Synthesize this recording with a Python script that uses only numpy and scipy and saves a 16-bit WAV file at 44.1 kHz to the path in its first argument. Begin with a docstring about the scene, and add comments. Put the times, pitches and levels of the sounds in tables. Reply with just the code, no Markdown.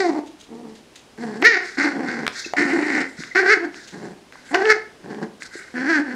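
"""Puppy growling over a tug toy

A puppy tugs a soft toy on a fleece mat indoors: short low growls and higher, clearer ones, some rising to a yap.
Voice: vocal-fold slaps, hum and leaking air through resonances. Breath: noise puffs, thin sine whistles.
Teeth and claws click as short noise, paws and toy thump as dying sines, fleece scuffs as coloured noise.
A furnished room answers, over the hiss of a camera microphone."""
import sys
import numpy as np
from scipy import signal
from scipy.fft import rfft, irfft, next_fast_len
from scipy.io import wavfile
from scipy.ndimage import uniform_filter1d, map_coordinates

SR = 44100
rng = np.random.default_rng(int(sys.argv[2]) if len(sys.argv) > 2 else 0)


def digitize_waveform(pressure):
    """Quantize a signal to 16-bit integers and store it at the path in sys.argv[1].

    Rows of a 2-D input are taken as channels; values are limited to [-1, 1].
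    """
    field = np.atleast_2d(pressure).T
    bounded = np.clip(field, -1, 1)
    quanta = np.round(bounded * 32767).astype(np.int16)
    wavfile.write(sys.argv[1], SR, quanta)


N = 271215  # samples


def amp(db):
    """Decibels to amplitude."""
    return 10 ** (np.asarray(db) / 20)


def unit(x):
    """Scale to rms 1."""
    return x / np.sqrt(np.mean(x ** 2) + 1e-20)


def steady(x):
    """Hold the running rms at 1 over 2600 samples."""
    return x / np.sqrt(np.abs(uniform_filter1d(x ** 2, size=2600)) + 1e-20)


def along(points, hz):
    """Interpolate (Hz, value) points on a log frequency axis."""
    f, v = np.transpose(points)
    return np.interp(np.log(hz + 1), np.log(f + 1), v)


def wobble(rate_hz):
    """Smooth random curve, rate_hz knots a second."""
    knots = rng.standard_normal(int(N * rate_hz / SR) + 4)
    return map_coordinates(knots, [np.arange(N) * rate_hz / SR])


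def filtered(x, response):
    """x times a complex response of frequency."""
    m = next_fast_len(N + SR // 2)
    return irfft(rfft(x, m) * response(np.fft.rfftfreq(m, 1 / SR)), m)[..., :N]


def ring(x, modes):
    """Parallel causal resonances of alternating sign."""
    def response(f):
        total = 0
        for k, (hz, width_hz, db) in enumerate(modes):
            band = 1j * f * width_hz
            total = total + (-1) ** k * amp(db) * band / (hz * hz - f * f + band)
        return total
    return filtered(x, response)


def cavity(x, modes):
    """Steep-sided resonances: two rings in series, held at a steady level of 1."""
    wider = [(hz, 2 * width_hz, 0) for hz, width_hz, db in modes]
    return steady(ring(ring(x, modes), wider))


def noise(spectrum):
    """Noise of rms 1, coloured by (Hz, dB) points."""
    return unit(filtered(rng.standard_normal(N), lambda hz: amp(along(spectrum, hz))))


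def add(out, start_s, x):
    """Mix a short sound into out at start_s."""
    out[round(start_s * SR):][:len(x)] += x


# microphone noise spectrum: freq_hz [Hz], density_db [dB, relative]
HISS_SPECTRUM = [(15, -23), (25, -5), (170, -1), (236, 5), (1610, -9), (3080, -10), (4610, -14),
                 (5000, -12.5), (5430, -14), (10100, -22), (16000, -40)]
HISS_DB = -50.5  # rms


def hiss():
    """Steady microphone self-noise: coloured Gaussian noise."""
    return amp(HISS_DB) * noise(HISS_SPECTRUM)


# room decay: freq_hz [Hz], t60_s [s]
ROOM_DECAY = [(200, 0.45), (530, 0.54), (1400, 0.35), (3700, 0.33), (10000, 0.25)]


def room(x):
    """Late reflections: decaying noise as impulse response, each frequency dying at its own speed."""
    hz, t, z = signal.stft(rng.standard_normal(SR // 2 + SR // 4), SR, nperseg=256)
    decay = amp(-60 * t / along(ROOM_DECAY, hz)[:, None])
    tail = signal.istft(z * decay, SR, nperseg=256)[1]
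    delayed = np.pad(x, (300, 0))
    return signal.fftconvolve(delayed, tail / np.linalg.norm(tail))[:N]


# fleece brushed: start_s [s], peak_db [dB]
SCUFF_EVENTS = [(0.2613, -49.5), (0.388, -52.5), (0.4, -46.5), (0.7511, -51), (0.956, -41.5), (3.8728, -40),
                (4.461, -49)]
# fleece spectrum: freq_hz [Hz], density_db [dB per Hz, relative]
FLEECE_SPECTRUM = [(1060, -23), (1800, -8.5), (3730, 0.5), (5550, -9.5), (6460, -3), (15000, -35)]
SCUFF_T60_S, SCUFF_ATTACK_S = 0.21, 0.00062


def scuffs():
    """Fibre friction: flickering coloured noise, fast onset, exponential decay."""
    brush = np.zeros(N + SR)
    t = np.arange(SR // 4) / SR
    for start_s, peak_db in SCUFF_EVENTS:
        add(brush, start_s, amp(peak_db - 60 * t / SCUFF_T60_S) * (1 - np.exp(-t / SCUFF_ATTACK_S)))
    return brush[:N] * amp(2.9 * wobble(150)) * noise(FLEECE_SPECTRUM)


# paws and toy landing on the mat: start_s [s], strength_db [dB], pitch_hz [Hz]
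THUMP_EVENTS = [(2.462, -17.5, 341.3), (2.536, -4, 712.3), (3.189, -18, 190.6), (3.203, -19, 281.1),
                (4.356, -24.5, 1025), (4.695, -29, 60), (5.005, -39, 324.9), (5.554, -17.5, 363)]
THUMP_CYCLES = 8  # to die by 60 dB


def thumps():
    """Soft impacts: damped sines whose onset and decay scale with the period."""
    out = np.zeros(N + SR)
    t = np.arange(SR // 4) / SR
    for start_s, strength_db, pitch_hz in THUMP_EVENTS:
        onset = 1 - np.exp(-t * pitch_hz * 2)
        decay = amp(strength_db - 60 * t * pitch_hz / THUMP_CYCLES)
        add(out, start_s, onset * decay * np.sin(2 * np.pi * pitch_hz * t))
    return out[:N]


# teeth and claws: start_s [s], level_db [dB, before the resonances], edge_db [dB over level_db]
CLICK_EVENTS = [(0.9511, -34, -39), (0.9603, -27.5, -11), (1.1771, -32, -18), (1.4247, -0.5, -48),
                (1.4489, -3, -20.5), (2.2662, 2.5, -28), (2.2785, 7, -29), (2.2918, -21, -36),
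                (2.5361, -7, -29), (3.2363, -14.5, -37), (3.3685, -10, -36), (3.7439, -16.5, -35),
                (4.324, -22, -23), (4.5442, -0.5, -31), (4.5462, 4.5, -31), (4.6553, -3.5, -54),
                (5.1465, -24.5, -33), (5.4215, -14.5, -33.5)]
# body of a click: freq_hz [Hz], width_hz [Hz], level_db [dB]
ENAMEL_MODES = [(1650, 1240, 2.5), (4240, 4300, -5.5)]
# bright edge of a click: freq_hz [Hz], width_hz [Hz], level_db [dB]
EDGE_MODES = [(7400, 6100, 3.5), (12000, 11000, 0)]
CLICK_T60_S = 0.0056
KNOCK_DB, KNOCK_HZ, KNOCK_T60_S = -16, 694, 0.0037  # level over the click


def clicks():
    """Hard contacts: noise cracks through enamel and edge resonances, plus a damped sine knock."""
    snaps, edges, knocks = np.zeros((3, N + SR))
    t = np.arange(SR // 4) / SR
    for start_s, level_db, edge_db in CLICK_EVENTS:
        crack = amp(level_db - 60 * t / CLICK_T60_S) * rng.standard_normal(len(t))
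        knock = amp(level_db + KNOCK_DB - 60 * t / KNOCK_T60_S) * np.sin(2 * np.pi * KNOCK_HZ * t)
        add(snaps, start_s, crack)
        add(edges, start_s, amp(edge_db) * crack)
        add(knocks, start_s, knock)
    body = ring(ring(snaps[:N], ENAMEL_MODES), ENAMEL_MODES)
    bright = ring(ring(edges[:N], EDGE_MODES), EDGE_MODES)
    return body + bright + knocks[:N]


# whistles of air in the nose: start_s [s], length_s [s], first_hz [Hz], last_hz [Hz], level_db [dB]
WHEEZE_EVENTS = [(2.442, .016, 2700, 2525, -26.5), (3.271, 0.021, 1927, 2192, -46),
                 (3.307, 0.022, 2206, 1822, -29), (3.322, .013, 2100, 2050, -40)]


def wheeze():
    """Whistling nose air: short gliding sines of flickering level."""
    flicker, out = amp(0.97 * wobble(150)), np.zeros(N)
    for start_s, length_s, first_hz, last_hz, level_db in WHEEZE_EVENTS:
        at = slice(round(start_s * SR), round((start_s + length_s) * SR))
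        hz = np.linspace(first_hz, last_hz, len(out[at]))
        whistle = np.sin(2 * np.pi * np.cumsum(hz) / SR)
        out[at] += amp(level_db) * np.hanning(len(hz)) * flicker[at] * whistle
    return out


# jaws shut on the toy: freq_hz [Hz], width_hz [Hz], level_db [dB]
SHUT_MODES = [(1567, 286, 6), (2008, 536, -1.5), (3380, 700, -65.5)]
# jaws apart: freq_hz [Hz], width_hz [Hz], level_db [dB]
OPEN_MODES = [(1756, 218, 2), (2102, 215, 3), (3320, 990, -35)]


def mouth(x, hz):
    """Mouth resonance: crossfades from shut to open modes as hz rises."""
    apart = np.clip((hz - SHUT_MODES[0][0]) / (OPEN_MODES[1][0] - SHUT_MODES[0][0]), 0, 1)
    return np.sqrt(1 - apart) * cavity(x, SHUT_MODES) + np.sqrt(apart) * cavity(x, OPEN_MODES)


# puffs of breath: start_s [s], peak_s [s], end_s [s; silent if before start_s],
# peak_db [dB], teeth_db [dB over mouth], nose_db [dB over mouth]
PANT_EVENTS = [(1.61, 1.655, 1.84, -31, -9.5, -21), (2.322, 2.396, 2.436, -28.5, -2.5, -15.5),
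               (2.42, 2.46, 2.535, -37, 2.5, -35), (3.045, 3.09, 3.28, -45, -10, -10.5),
               (3.167, 3.2, 3.36, -37, -3.5, -18), (3.266, 3.312, 3.2, -39, 9.5, -25),
               (3.71, 3.761, 4.07, -42, -4, -16), (4.308, 4.337, 5.28, -49, -8, -19.5),
               (4.449, 4.523, 4.525, -42.5, -15, -6), (5.402, 5.434, 5.44, -35, -3, -9),
               (5.435, 5.462, 5.48, -37, -4.5, -12), (5.502, 5.542, 5.78, -37.5, -9, -15),
               (5.564, 5.622, 5.6, -35, -15, -8)]
# air between the teeth, breath and voice: freq_hz [Hz], width_hz [Hz], level_db [dB]
TEETH_MODES = [(3210, 227, 0.5), (3917, 1210, 6.5), (4980, 777, 13.5), (6920, 765, -11)]
# nose, breath and voice: freq_hz [Hz], width_hz [Hz], level_db [dB]
NOSE_MODES = [(7400, 1070, 17), (10200, 1060, -45)]
PUFF_FADE_DB = 16.5  # start and end under the peak


def pant():
    """Unvoiced, sputtering breath: noise through mouth, teeth and nose."""
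    t = np.arange(N) / SR
    air = rng.standard_normal((3, N))
    jaws = amp(2.4 * wobble(120)) * mouth(air[0], 1800 + 150 * wobble(4))
    teeth = amp(1.8 * wobble(90)) * cavity(air[1], TEETH_MODES)
    nose, out = cavity(air[2], NOSE_MODES), np.zeros(N)
    for start_s, peak_s, end_s, peak_db, teeth_db, nose_db in PANT_EVENTS:
        at = slice(round(start_s * SR), round(end_s * SR))
        fade = np.interp(t[at], [start_s, peak_s, end_s], [1, 0, 1])
        puff = amp(peak_db - PUFF_FADE_DB * fade)
        out[at] += puff * (jaws[at] + amp(teeth_db) * teeth[at] + amp(nose_db) * nose[at])
    return out


def phrases(tables):
    """Gate open inside each table, number of the table, one value per sample for each column."""
    t = np.arange(N) / SR
    s, *columns = np.transpose(np.concatenate(tables))
    gate = sum((t >= rows[0][0]) & (t <= rows[-1][0]) for rows in tables) > 0
    which = np.searchsorted([rows[0][0] for rows in tables[1:]], t)
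    return uniform_filter1d(gate * 1., size=160), which, [np.interp(t, s, c) for c in columns]


# low growls, one table each: time_s [s], pitch_hz [Hz], chest_db [dB], mouth_db [dB over chest]
LOW_CALLS = [
    [(0.49, 194.8, -41, -26), (0.528, 220.8, -30.5, -52), (0.548, 238, -33, -31),
     (0.596, 242.3, -35.5, -34), (0.66, 229.3, -32.5, -49), (0.7, 229.3, -38, -20),
     (0.724, 227.2, -36.5, -48), (0.764, 230, -47, -10), (0.77, 226.2, -48, -18), (0.8, 225.3, -59, -10)],
    [(1.18, 209.6, -30.5, -16), (1.19, 215.2, -33, -18), (1.222, 233.3, -24.5, -14),
     (1.242, 243.7, -22.5, -20.5), (1.3, 206.7, -27, -18.5), (1.376, 210.2, -28, -14.5),
     (1.39, 212.2, -27, -26), (1.416, 262.1, -23.5, -17), (1.42, 268.7, -17, -15)],
    [(1.772, 274.6, -28, -4), (1.786, 273.5, -20, -0.5), (1.834, 289.2, -23.5, 4.5),
     (1.858, 294.3, -18, -4), (1.918, 277.2, -29, -3.5), (1.972, 244.7, -21.5, -18.5),
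     (2.052, 243.1, -23.5, -13), (2.084, 240, -26, -1.5), (2.208, 230, -26, -9), (2.26, 228.4, -27.5, -9.5)],
    [(2.566, 282.2, -27.5, 6.5), (2.59, 284.5, -19.5, 2.5), (2.666, 283.5, -24, -2),
     (2.706, 296.7, -21.5, -2.5), (2.804, 292.4, -19.5, -8.5), (2.844, 289.9, -25.5, -1),
     (2.966, 286.6, -22.5, 1), (2.984, 283.1, -20, -3), (3.02, 256, -25, 2), (3.08, 228.7, -43, 1.5)],
    [(3.925, 174.9, -34, -20), (3.939, 178.9, -31.5, -11), (3.963, 186.3, -34, -17),
     (3.999, 198.0, -34, -16.5), (4.055, 196.7, -27.5, -18), (4.097, 189.7, -36, -19),
     (4.119, 189.6, -35.5, -15.5), (4.155, 185.3, -48, -18), (4.185, 187, -44, -20), (4.2, 184.8, -46, -17)],
    [(5.03, 182.2, -44, -26), (5.04, 183.6, -34.5, -15), (5.076, 190.8, -32.5, -23),
     (5.112, 201.9, -28, -15.5), (5.186, 204.8, -31, -19.5), (5.21, 206.9, -28.5, -25),
     (5.23, 215.6, -19, -17), (5.28, 227.3, -39.5, -29), (5.292, 226.5, -49, -35), (5.32, 224, -46, -27)],
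]
# higher, clearer growls, some rising to a yap, one table each:
# time_s [s], pitch_hz [Hz], chest_db [dB], mouth_db [dB over chest]
HIGH_CALLS = [
    [(0.0, 392.3, -19.5, -1.5), (0.02, 386.5, -18.5, -9.5), (0.038, 360, -23.5, -8),
     (0.086, 333.3, -22.5, -11.5), (0.1, 316, -18.5, -19), (0.116, 284, -23, -24), (0.13, 264, -22.5, -17),
     (0.15, 300, -22.5, -25), (0.164, 322.5, -25, -19), (0.19, 288, -19, -25), (0.216, 312, -38, -19),
     (0.246, 301, -37, -28), (0.28, 272.7, -44, -13)],
    [(1.42, 290.3, -27, -1), (1.426, 325.8, -20.5, -5), (1.436, 383.3, -22.5, -3),
     (1.446, 430.4, -21.5, 12.5), (1.47, 483, -27, 19.5), (1.488, 472, -34, 20.5), (1.522, 437, -30.5, 11),
     (1.548, 374.4, -29.5, 14), (1.562, 357.8, -35, 10.5), (1.572, 357.6, -26.5, 7.5),
     (1.586, 371.4, -34.5, 7.5), (1.66, 351.4, -42.5, 9.5)],
    [(3.35, 334, -25, 6.5), (3.38, 385.4, -19.5, 6), (3.406, 385.8, -24, 4.5), (3.446, 360.0, -23, -5.5),
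     (3.476, 383, -23, 7), (3.52, 442.5, -24, 15), (3.534, 420.5, -26, 15.5), (3.576, 311.4, -31, -5.5),
     (3.586, 303.6, -32.5, -12), (3.624, 343, -31, -8.5), (3.652, 320.5, -26.5, -4),
     (3.668, 295.5, -26, -17.5), (3.7, 299.8, -43, -7)],
    [(4.51, 256.4, -28.5, -16), (4.538, 331.6, -23, -6), (4.552, 369.8, -22, 4.5), (4.584, 389, -23, -11.5),
     (4.6, 385.7, -25, -3.5), (4.624, 382.9, -21.5, -5), (4.64, 422.3, -26, -6), (4.658, 449.2, -22.5, -2),
     (4.684, 425.6, -20.5, -3.5), (4.704, 449, -18.5, 10.5), (4.726, 411.5, -23.5, 11),
     (4.74, 418.2, -30, -19), (4.77, 351.3, -39, -6)],
    [(5.74, 253.5, -28, -18), (5.76, 253.9, -24, -7), (5.78, 261.3, -22.5, -7), (5.852, 261.3, -21.5, -9.5),
     (5.898, 339.6, -21.5, 1), (5.958, 306.7, -22, 2.5), (5.998, 276, -16, -11), (6.028, 312.2, -29.5, -11),
     (6.042, 302.1, -31, -12), (6.058, 273.7, -27, -11), (6.092, 245.6, -26.5, -9.5), (6.124, 253, -28, -5),
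     (6.15, 238.5, -24, -21)],
]
# one row per call in time order, at mouth opening 0 dB:
# mouth_hz [Hz], throat_db [dB over chest], teeth_db [dB over chest], nose_db [dB over chest]
CALL_VOICES = [(1960, -17, -9.5, -26.5), (1900, -22.5, 1.5, -17), (1720, -19, -10.5, -24),
               (1900, -19, -16.5, -50), (1745, -17.5, -15.5, -30.5), (1933, -17.5, -18.5, -27.5),
               (1574, -21, -18.5, -33), (1729.6, -19, -10, -22), (1583, -14, -16.5, -32),
               (1671, -18, -11.5, -29), (1520, -22.5, -18.5, -33.5)]
# one per call in time order: roughness [0-1] at MIDDLE_HZ
CALL_ROUGHNESS = [.47, .45, .33, .68, .58, .72, .68, .45, .7, .47, .32]
# chest: freq_hz [Hz], width_hz [Hz], level_db [dB]
CHEST_MODES = [(301.5, 170, 0)]
# throat: freq_hz [Hz], width_hz [Hz], level_db [dB]
THROAT_MODES = [(701.7, 118, 22), (1154, 126, -43)]
# lips, ahead of the teeth: freq_hz [Hz], width_hz [Hz], level_db [dB]
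LIP_MODES = [(4550, 2300, 0)]
MIDDLE_HZ, CLEARS_PER_HZ = 300, .003  # a higher voice is clearer
TEETH_DB_PER_DB, NOSE_DB_PER_DB, JAW_HZ_PER_DB = 1, 0.61, 8  # per dB of mouth opening
OCTAVE_LIFT_DB, OCTAVE_WIDTH_HZ = 14, 89  # throat sings out when harmonic 2 meets its resonance
RATTLE_HZ, RATTLE_DB = 72, 4  # loose tissue beats on the voice; depth scales with roughness
SMALL_HZ = 139  # so small a body sends out little below this


def growl():
    """Vocal folds slap once a cycle; rough stretches waver in period and size and leak air."""
    gate, call, (hz, chest_db, mouth_db) = phrases(sorted(LOW_CALLS + HIGH_CALLS))
    mouth_hz, throat_db, teeth_db, nose_db = np.transpose(CALL_VOICES)[:, call]
    rough = np.clip(np.take(CALL_ROUGHNESS, call) - CLEARS_PER_HZ * (hz - MIDDLE_HZ), .05, .9)
    mouth_hz = mouth_hz + JAW_HZ_PER_DB * mouth_db
    teeth_db = teeth_db + TEETH_DB_PER_DB * mouth_db
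    nose_db = nose_db + NOSE_DB_PER_DB * mouth_db
    octave_miss = (2 * hz - THROAT_MODES[0][0]) / OCTAVE_WIDTH_HZ
    throat_db = throat_db + OCTAVE_LIFT_DB * np.exp(-octave_miss ** 2)

    jitter = rough ** 2 * (.17 * wobble(180) + .04 * wobble(40))
    cycles = np.cumsum(hz * np.exp(jitter)) / SR
    draws = rng.standard_normal((int(N * 600 / SR), 2))  # one row per cycle
    rattle = np.sin(2 * np.pi * np.cumsum(RATTLE_HZ * np.exp(.12 * wobble(20))) / SR)
    flutter_db = rough * (2.5 * wobble(80) + RATTLE_DB * rattle)
    shimmer_db = 2.5 * rough * map_coordinates(draws[:, 0], [cycles], order=1)
    swing = amp(flutter_db + shimmer_db)
    hum = steady(swing * np.sin(2 * np.pi * cycles))

    # a slap at each whole cycle, shared between two samples
    at = np.flatnonzero(np.diff(np.floor(cycles))) + 1
    late = (cycles[at] % 1) / (cycles[at] - cycles[at - 1])
    size = amp(.6 * flutter_db[at] + (1 + 3 * rough[at]) * draws[:len(at), 1])
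    slaps = unit(np.bincount(at, size * (1 - late), N) + np.bincount(at - 1, size * late, N))
    # air rushes most just after each slap
    air = unit(rng.standard_normal(N) * np.sqrt(swing) * np.exp(-3 * (cycles % 1)))

    def source(air_share):
        """Slaps and leaking air, mixed by power."""
        return np.sqrt(1 - air_share) * slaps + np.sqrt(air_share) * air

    def radiation(f):
        """Second-order bass loss of a small body."""
        return (1j * f / (SMALL_HZ + 1j * f)) ** 2

    # a rough voice thuds in the chest, a clear one hums
    thud = cavity(source(.25 * rough), CHEST_MODES)
    chest = np.sqrt(1 - .35 * rough) * hum + np.sqrt(.35 * rough) * thud
    upper = amp(throat_db) * cavity(source(.6 * rough), THROAT_MODES)
    upper += amp(mouth_db) * mouth(source(.8 * rough), mouth_hz)
    upper += amp(teeth_db) * cavity(ring(source(.15 + .9 * rough), LIP_MODES), TEETH_MODES)
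    upper += amp(nose_db) * cavity(air, NOSE_MODES)
    voice = gate * amp(chest_db) * (chest + upper)
    return filtered(voice, radiation) / np.abs(radiation(MIDDLE_HZ))


def scene():
    """Puppy, toy and mat, with the room's answer."""
    pup = scuffs() + thumps() + clicks() + wheeze() + pant() + growl()
    return (pup + amp(-10.5) * room(pup))[None]


BASS_CUT_HZ, TOP_HZ = 90, 15750


def record(dry):
    """The microphone drops the bass and hisses, the loudest peaks clip; nothing is kept above TOP_HZ."""
    thin = filtered(dry, lambda hz: (1j * hz / (BASS_CUT_HZ + 1j * hz)) ** 2)
    clipped = np.clip(thin + hiss(), -1, 1)
    return filtered(clipped, lambda hz: hz < TOP_HZ)


dry = scene()
out = record(dry)
digitize_waveform(out)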